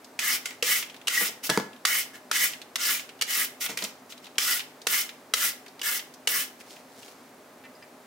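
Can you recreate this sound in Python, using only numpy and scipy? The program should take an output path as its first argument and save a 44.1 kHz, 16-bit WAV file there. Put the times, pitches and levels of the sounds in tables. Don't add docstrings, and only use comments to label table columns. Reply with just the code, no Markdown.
import sys
import numpy as np
from scipy import signal
from scipy.fft import rfft, irfft
from scipy.io import wavfile

SR = 44100
rng = np.random.default_rng(int(sys.argv[2]) if len(sys.argv) > 2 else 0)


def store_pcm(level_fs):
    pcm = np.round(np.clip(level_fs, -1, 1) * 32767).astype(np.int16)
    wavfile.write(sys.argv[1], SR, np.atleast_2d(pcm).T)


N = 355446


def from_db(db):
    return 10 ** (np.asarray(db) / 20)


def unit_rms(x):
    return x / np.sqrt(np.mean(x ** 2) + 1e-20)


def drift(rate_hz):
    r = np.exp(-2 * np.pi * rate_hz / SR)
    return unit_rms(signal.lfilter([1], [1, -2 * r, r * r], rng.standard_normal(N)))


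def clicks(per_s, spread_db):
    sizes = from_db(spread_db * np.minimum(rng.exponential(1, (2, N)), 5))
    signs = rng.choice([-1, 1], (2, N))
    return unit_rms(sizes * signs * (rng.random((2, N)) < per_s / SR))


def resonate(x, hz, width_hz):
    r, w = np.exp(-np.pi * width_hz / SR), 2 * np.pi * hz / SR
    return signal.lfilter([(1 - r * r) / 2, 0, (r * r - 1) / 2], [1, -2 * r * np.cos(w), r * r], x)


def ring(force, hz, t60_s):
    r, w = from_db(-60 / (t60_s * SR)), 2 * np.pi * hz / SR
    sound = signal.lfilter([1, 0, -1], [1, -2 * r * np.cos(w), r * r], force + 1e-18)
    return sound / np.abs(sound).max()


def struck(starts_s, levels_db, contacts_s, modes):
    length = SR // 2
    decay = np.exp(-np.arange(length) / SR / np.clip(contacts_s, .0003, .03)[:, None])
    forces = rng.standard_normal((len(starts_s), length)) * decay
    scatter_db = 0.8 * rng.standard_normal((len(starts_s), len(modes)))
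    out = np.zeros(N + length)
    for start_s, db, force, offsets_db in zip(starts_s, levels_db, forces, scatter_db):
        blow = out[round(start_s * SR):][:length]
        for (hz, mode_db, t60_s), offset_db in zip(modes, offsets_db):
            blow += from_db(db + mode_db + offset_db) * ring(force, hz, t60_s)
    return out[:N]


def bursts(starts_s, levels_db, t60_s, rise_s):
    out = np.zeros(N)
    for start_s, db in zip(starts_s, levels_db):
        start = round(start_s * SR)
        t = np.arange(min(int(2 * t60_s * SR), N - start)) / SR
        out[start:start + len(t)] += from_db(db - 60 * t / t60_s) * (1 - np.exp(-t / rise_s))
    return out


# frequency in Hz, left-right correlation.
CORRELATION = [(300, 1), (600, 0.84), (1200, 0.69), (2500, 0.5), (5000, 0.6), (12000, 0.32)]

def coloured(pair, spectrum):
    log_hz = np.log(np.maximum(np.fft.rfftfreq(N, 1 / SR), 10))

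    def curve(rows):
        hz, values = np.transpose(rows)
        return np.interp(log_hz, np.log(hz), values)

    alike = np.clip(curve(CORRELATION), 0, 1)
    mid, side = rfft(pair) * from_db(curve(spectrum)) * np.sqrt([1 + alike, 1 - alike])
    return unit_rms(irfft(np.array([mid + side, mid - side]), N))


# frequency in Hz, relative density in dB.
AIR_SPECTRUM = [(18, -118), (30, -53), (108, -17.5), (220, -12.5), (258, 0), (286, -9.5), (424, -11),
                (551, -10), (628, -10), (775, -10), (907, -12), (2330, -20), (2870, -24.5), (15800, -31.5)]
# centre in Hz, width in Hz, level in dB.
HUM_BANDS = [(250, 15, -73), (403, 90, -64.5), (610.3, 31, -65.5)]

def room_tone(air_db=-51):
    air = from_db(air_db) * coloured(rng.standard_normal((2, N)), AIR_SPECTRUM)
    white = rng.standard_normal(N)
    hum = sum(from_db(db) * unit_rms(resonate(resonate(white, hz, width_hz), hz, width_hz))
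              for hz, width_hz, db in HUM_BANDS)
    return air + hum


def kitchen_echoes(x, t60_s=0.36, split_hz=600):
    t = np.arange(int(.6 * SR)) / SR
    noise = rng.standard_normal((3, len(t))) * (t > .004)
    bass = signal.sosfilt(signal.butter(2, split_hz, fs=SR, output="sos"), noise[2])
    upper = signal.sosfilt(signal.butter(2, split_hz, "high", fs=SR, output="sos"), noise[:2])
    mids = signal.lfilter([.45], [1, -.55], upper)
    tail = (bass + mids) * from_db(-60 * t / t60_s)
    tail += (upper - mids) * from_db(-60 * t / (0.47 * t60_s))
    tail /= np.sqrt(np.sum(tail ** 2, axis=1, keepdims=True))
    return signal.fftconvolve(x, tail, axes=1)[:, :N]


# time in seconds, level in dB.
RUSTLE_ENVELOPE = [(6.55, -63), (6.584, -83), (6.61, -47.5), (6.626, -71), (6.712, -50), (6.838, -77),
                   (7.094, -51), (7.14, -62), (7.3, -66)]

def shred_rustle():
    times_s, db = np.transpose(RUSTLE_ENVELOPE)
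    gain = np.interp(np.arange(N) / SR, times_s, from_db(db), left=0, right=0)
    spectrum_hz_db = [(1200, -11), (2500, -6), (5000, -3.5), (10000, -9.5), (15000, -14)]
    return gain * coloured(clicks(2500, spread_db=3.5), spectrum_hz_db)


# start in seconds, level in dB, contact in seconds, steel ring offset in dB.
FRUIT_BUMPS = [(.719, -48, 0.011, -40), (1.209, -32, 0.022, -40), (1.289, -37.5, .013, -40),
               (1.493, -18.5, 0.017, -9.5), (1.575, -11, 0.0014, -23), (1.599, -25.5, 0.0029, -30),
               (3.692, -33.5, 0.035, -40), (3.821, -32.5, 0.022, -40), (3.843, -37.5, 0.0068, -40)]
# frequency in Hz, level in dB, T60 in seconds.
THUD_MODES = [(153, -9, 0.068), (207, -1, 0.056), (308, -3, 0.037), (438, 2.5, 0.031), (627, -3, 0.029),
              (860, -3, 0.025), (1304, -7.5, 0.018), (2090, -13, 0.023), (3430, -6, 0.009),
              (4550, -22, 0.012)]
EMPTY_BOWL_MODES = [(1653, -6, .4), (1701, 0, .42)]

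def bowl_bumps():
    start_s, db, contact_s, steel_db = np.transpose(FRUIT_BUMPS)
    thud = struck(start_s, db - 5.5, contact_s, THUD_MODES)
    steel = struck(start_s, db + steel_db, contact_s, EMPTY_BOWL_MODES)
    return thud + steel


# start in seconds, level in dB, contact in seconds, high ring offset in dB.
NAIL_CLINKS = [(7.639, -46, 0.0072, -8), (7.6515, -44, 0.0055, -10), (7.7516, -58, 0.0061, 23),
               (7.8246, -44, 0.0063, 11)]
# frequency in Hz, level in dB, T60 in seconds.
FILLED_BOWL_MODES = [(1820, -5, .1), (1870, -7, .12), (2013, 0, .2), (2336, -2, .11), (2665, -3, .06),
                     (3000, -10, .06), (3510, -11, .05)]

def nail_clinks():
    start_s, db, contact_s, high_db = np.transpose(NAIL_CLINKS)
    low = struck(start_s, db - 3.5, contact_s, FILLED_BOWL_MODES)
    high = struck(start_s, db + high_db - 14, contact_s, [(4950, 0, .025)])
    return low + high


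# start in seconds, peak in dB, centre in Hz.
BLADE_TICKS = [(0.0443, -35.5, 4670), (0.222, -23, 2110), (0.365, -24, 2100), (0.5076, -27.5, 2170),
               (0.826, -21.5, 2350), (0.8979, -30.5, 2760), (0.9427, -33, 2150), (0.9635, -35.5, 3670),
               (1.0136, -36, 2710), (1.468, -25, 4700), (1.7308, -38.5, 2710), (1.762, -41.5, 2940),
               (2.1537, -36, 3130), (2.5335, -24, 2570), (2.616, -27.5, 3250), (2.9948, -24.5, 2270),
               (3.091, -31.5, 2550), (3.1904, -40, 2920), (3.6607, -19, 2440), (3.7884, -20, 2920),
               (3.822, -19.5, 3650), (3.8392, -18, 6340), (3.8462, -21, 3450), (4.122, -27.5, 3230),
               (4.177, -37, 3570), (4.243, -34, 3400), (4.256, -35, 3300), (4.2672, -33.5, 3100),
               (4.355, -41, 2960), (4.5932, -20.5, 2940), (4.6023, -22, 2690), (4.8163, -32, 4370),
               (5.091, -26.5, 2600), (5.662, -35, 2100), (5.681, -37.5, 4370), (5.7933, -31, 2950),
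               (5.9926, -24, 2770), (6.1387, -36.5, 5030), (6.6072, -37, 2020), (6.7052, -36, 4000),
               (6.766, -37, 2090), (6.99, -42, 8000), (7.0293, -34.5, 2980), (7.08, -38, 2500)]

def blade_ticks(t60_s=0.049, rise_s=0.00034):
    out, length = np.zeros((2, N)), int(0.036 * SR)
    t = np.arange(length) / SR
    envelope = from_db(-60 * t / t60_s) * (1 - np.exp(-t / rise_s))
    for start_s, peak_db, hz in BLADE_TICKS:
        mid, side = rng.standard_normal((2, length))
        puff = (mid + 0.62 * side * [[1], [-1]]) * envelope
        tick = resonate(puff, hz, 0.55 * hz) + 0.019 * np.diff(puff, prepend=0)
        start = round(start_s * SR)
        out[:, start:start + length] += from_db(peak_db) * tick / np.abs(tick).max()
    return out


# start in seconds, level in dB, knock offset in dB,
# snap frequency in Hz, snap offset in dB.
TOOTH_BITES = [(0.1908, -13, -41, 2600, -3.5), (0.4561, -15.5, -27.5, 2330, -21),
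               (0.6251, -9, -15.5, 2700, -8), (1.0716, -15, -40, 2910, -1), (1.0802, -8.5, -31, 2840, -10),
               (1.4976, -7, -33, 1830, -24), (1.851, -5.5, -47, 1440, -9), (2.3128, -10, -17, 1410, -5),
               (2.7567, -11.5, -47, 3240, -8.5), (3.2117, -11.5, -39, 2900, -9.5),
               (3.22, -9.5, -31, 2900, -8.5), (3.7724, -16.5, -25, 2410, -10),
               (4.3815, -6.5, -32, 3100, -9), (4.8685, -7.5, -20, 1400, -15),
               (5.3369, -6, -29, 1333, -13.5), (5.8151, -19.5, -19.5, 2980, -3.5),
               (6.2725, -7, -23.5, 2930, -9)]
# frequency in Hz, relative density in dB.
CRACK_SPECTRUM = [(410, -35), (700, -16), (1260, -6), (2090, -0.5), (3060, -0.5), (4120, -3), (5490, -1),
                  (13000, -11.5), (15800, -19)]

def tooth_bites(contact_s=0.0027, right_bias_db=0.7):
    start_s, db, knock_db, snap_hz, snap_db = np.transpose(TOOTH_BITES)
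    crack = coloured(clicks(9000, spread_db=2), CRACK_SPECTRUM)
    crack *= bursts(start_s, db - 5, t60_s=0.036, rise_s=0.0013)
    knock = struck(start_s, db + knock_db, np.full(len(start_s), contact_s), [(465, 0, .04)])
    snap = sum(struck([at_s], [level_db], [contact_s], [(hz, 0, .016)])
               for at_s, level_db, hz in zip(start_s, db + snap_db, snap_hz))
    pan = from_db([[-right_bias_db / 2], [right_bias_db / 2]])
    return (crack + snap) * pan + knock


# start in seconds, length in seconds, tearing level in dB,
# frame ring offset in dB, ring centre in Hz, sheen offset in dB, fade in dB per second.
BLADE_BRUSHES = [(0.458, 0.013, -41, 1.5, 2120, -19, 205), (1.439, .035, -36.5, -3, 2320, 3, 498),
                 (1.513, 0.047, -37, 3, 1750, -11, 206), (2.145, 0.016, -49.5, 6.5, 1670, -6, 320),
                 (3.611, 0.053, -32.5, -3.5, 2330, 1, 500), (3.692, 0.014, -38, -1, 2300, -13, 300),
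                 (3.781, 0.067, -43.5, 1, 2300, 2, 230), (4.104, 0.014, -48.5, -3, 2190, -11, 478),
                 (4.235, 0.035, -59, 3, 2150, -18, 520)]

def brush_shapes(touch_s=0.011, spread_oct=0.28, floor_db=-58.5):
    for start_s, length_s, db, ring_db, hz, sheen_db, fade_db_per_s in BLADE_BRUSHES:
        colour = ring_db, hz, spread_oct, sheen_db
        end_s = start_s + length_s
        yield [(start_s - touch_s, floor_db, *colour),
               (start_s, db, *colour),
               (end_s, db, *colour),
               (end_s + (db - floor_db) / fade_db_per_s, floor_db, *colour)]


TOUCH_S, OFF_DB = 0.0055, -100
# start in seconds, length in seconds, fastest point as share of length,
# tearing level in dB, entry offset in dB, frame ring offset in dB, ring centre in Hz,
# ring spread in octaves, entry sheen offset in dB, fade in dB per second.
SHREDDER_STROKES = [(0.201, .16, 0.48, -29.5, -6.5, 4, 1840, .3, -18, 420),
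                    (0.636, .15, 0.56, -28.5, -4, 2.5, 1980, 0.3, -11, 294),
                    (1.097, 0.18, 0.67, -30, -5, 5, 2110, .25, -14, 420),
                    (1.868, 0.14, 0.58, -30.5, 0.5, 5, 1930, .3, -2, 324),
                    (2.328, .14, 0.82, -28.5, -2, 4, 2000, .35, -11, 285),
                    (2.782, 0.17, 0.78, -28.5, -13, 1, 1830, 0.48, -14, 255),
                    (3.268, .18, 0.86, -29.5, -13, 2, 1980, 0.37, -8, 552),
                    (4.395, 0.18, 0.69, -29.5, -2.5, -1, 1600, 0.53, -4, 480),
                    (4.883, 0.13, .48, -28.5, -6.5, 0.5, 1780, 0.54, 1, 340),
                    (5.353, 0.14, 0.65, -29, -6, -2, 1740, 0.47, -4, 480),
                    (5.831, .145, 0.39, -31, -4, 2, 1720, 0.35, -3, 520),
                    (6.287, .14, 0.55, -30.5, -1, 1, 1930, 0.71, 4, 380)]

def stroke_shapes(dig_s=0.037, fast_sheen_db=4.5, fade_db=44):
    for (start_s, length_s, fastest, db, entry_db, ring_db, hz, spread_oct, sheen_db,
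         fade_db_per_s) in SHREDDER_STROKES:
        speed = min(dig_s / (fastest * length_s), 1)
        dug_sheen_db = sheen_db + speed ** .5 * (fast_sheen_db - sheen_db)
        tip_s, tip_db = start_s + length_s, db - 3
        yield [(start_s - TOUCH_S, OFF_DB, ring_db, hz, spread_oct, sheen_db),
               (start_s, db + entry_db, ring_db - 6, hz * 1.07, spread_oct, sheen_db),
               (start_s + dig_s, db - 1.17, ring_db - 6 * (1 - speed), hz, spread_oct, dug_sheen_db),
               (start_s + fastest * length_s, db, ring_db, hz, spread_oct, fast_sheen_db),
               (tip_s, tip_db, ring_db - 5.5, hz * 1.17, spread_oct, 3),
               (tip_s + fade_db / fade_db_per_s, tip_db - fade_db, ring_db - 32, hz * 1.7, spread_oct, -22)]


def contact_curves():
    rows = []
    for shape in sorted([*stroke_shapes(), *brush_shapes()]):
        first, last = shape[0], shape[-1]
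        rows += [(first[0] - TOUCH_S, OFF_DB, *first[2:]), *shape, (last[0] + TOUCH_S, OFF_DB, *last[2:])]
    times_s, *columns = np.transpose(rows)
    times_s = np.minimum.accumulate(times_s[::-1])[::-1]
    return [np.interp(np.arange(N) / SR, times_s, column) for column in columns]


# frequency in Hz, relative density in dB.
TEARING_SPECTRUM = [(450, -34), (1000, -22), (1300, -8.5), (3000, 6.5), (4200, 1.5), (5100, -5.5),
                    (7100, 1), (9000, -4.5)]
SHEEN_SPECTRUM = [(7000, -11), (9500, 4), (11200, 0), (13000, 4.5), (15500, 3)]
# frequency in Hz, width in Hz, level in dB.
FRAME_MODES = [(1250, 170, -5), (1420, 150, -1), (1720, 170, -3), (1960, 160, 0), (2110, 140, 0),
               (2380, 190, -5), (2650, 190, -4), (2980, 220, -1)]
TOOTH_MODES = [(3450, 200, -25.5), (5240, 590, -9.5), (5820, 690, -15.5), (6520, 140, -20.5),
               (8020, 1100, -17)]

def shredder_rasp():
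    tear_db, ring_db, centre_hz, spread_oct, sheen_db = contact_curves()
    cells = clicks(9000, spread_db=1) * from_db(1.08 * drift(34))
    sheen = from_db(sheen_db + 1.26 * drift(29)) * coloured(clicks(7000, spread_db=1.5), SHEEN_SPECTRUM)
    hiss = coloured(cells, TEARING_SPECTRUM) + sheen
    drive = coloured(cells, [(1000, 0), (4000, 0)])
    frame = teeth = 0
    for hz, width_hz, db in FRAME_MODES:
        off_centre_db = np.minimum(6 * (np.log2(hz / centre_hz) / spread_oct) ** 2, 9)
        mode = unit_rms(resonate(resonate(drive, hz, width_hz), hz, 2 * width_hz))
        frame += from_db(db - off_centre_db + 2.2 * drift(12)) * mode
    for hz, width_hz, db in TOOTH_MODES:
        teeth += from_db(db + 3 * drift(14)) * unit_rms(resonate(drive, hz, width_hz))
    return from_db(tear_db) * (hiss + teeth + from_db(ring_db - 3.5) * frame)


def scene(low_cut_hz=159, echo_db=-9):
    near = shredder_rasp() + tooth_bites() + blade_ticks() + bowl_bumps() + nail_clinks() + shred_rustle()
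    near = signal.sosfilt(signal.butter(4, low_cut_hz, "high", fs=SR, output="sos"), near)
    return near + from_db(echo_db) * kitchen_echoes(near) + room_tone()


def record(dry):
    return signal.sosfilt(signal.ellip(12, .5, 70, 15800, fs=SR, output="sos"), dry)


dry = scene()
out = record(dry)
store_pcm(out)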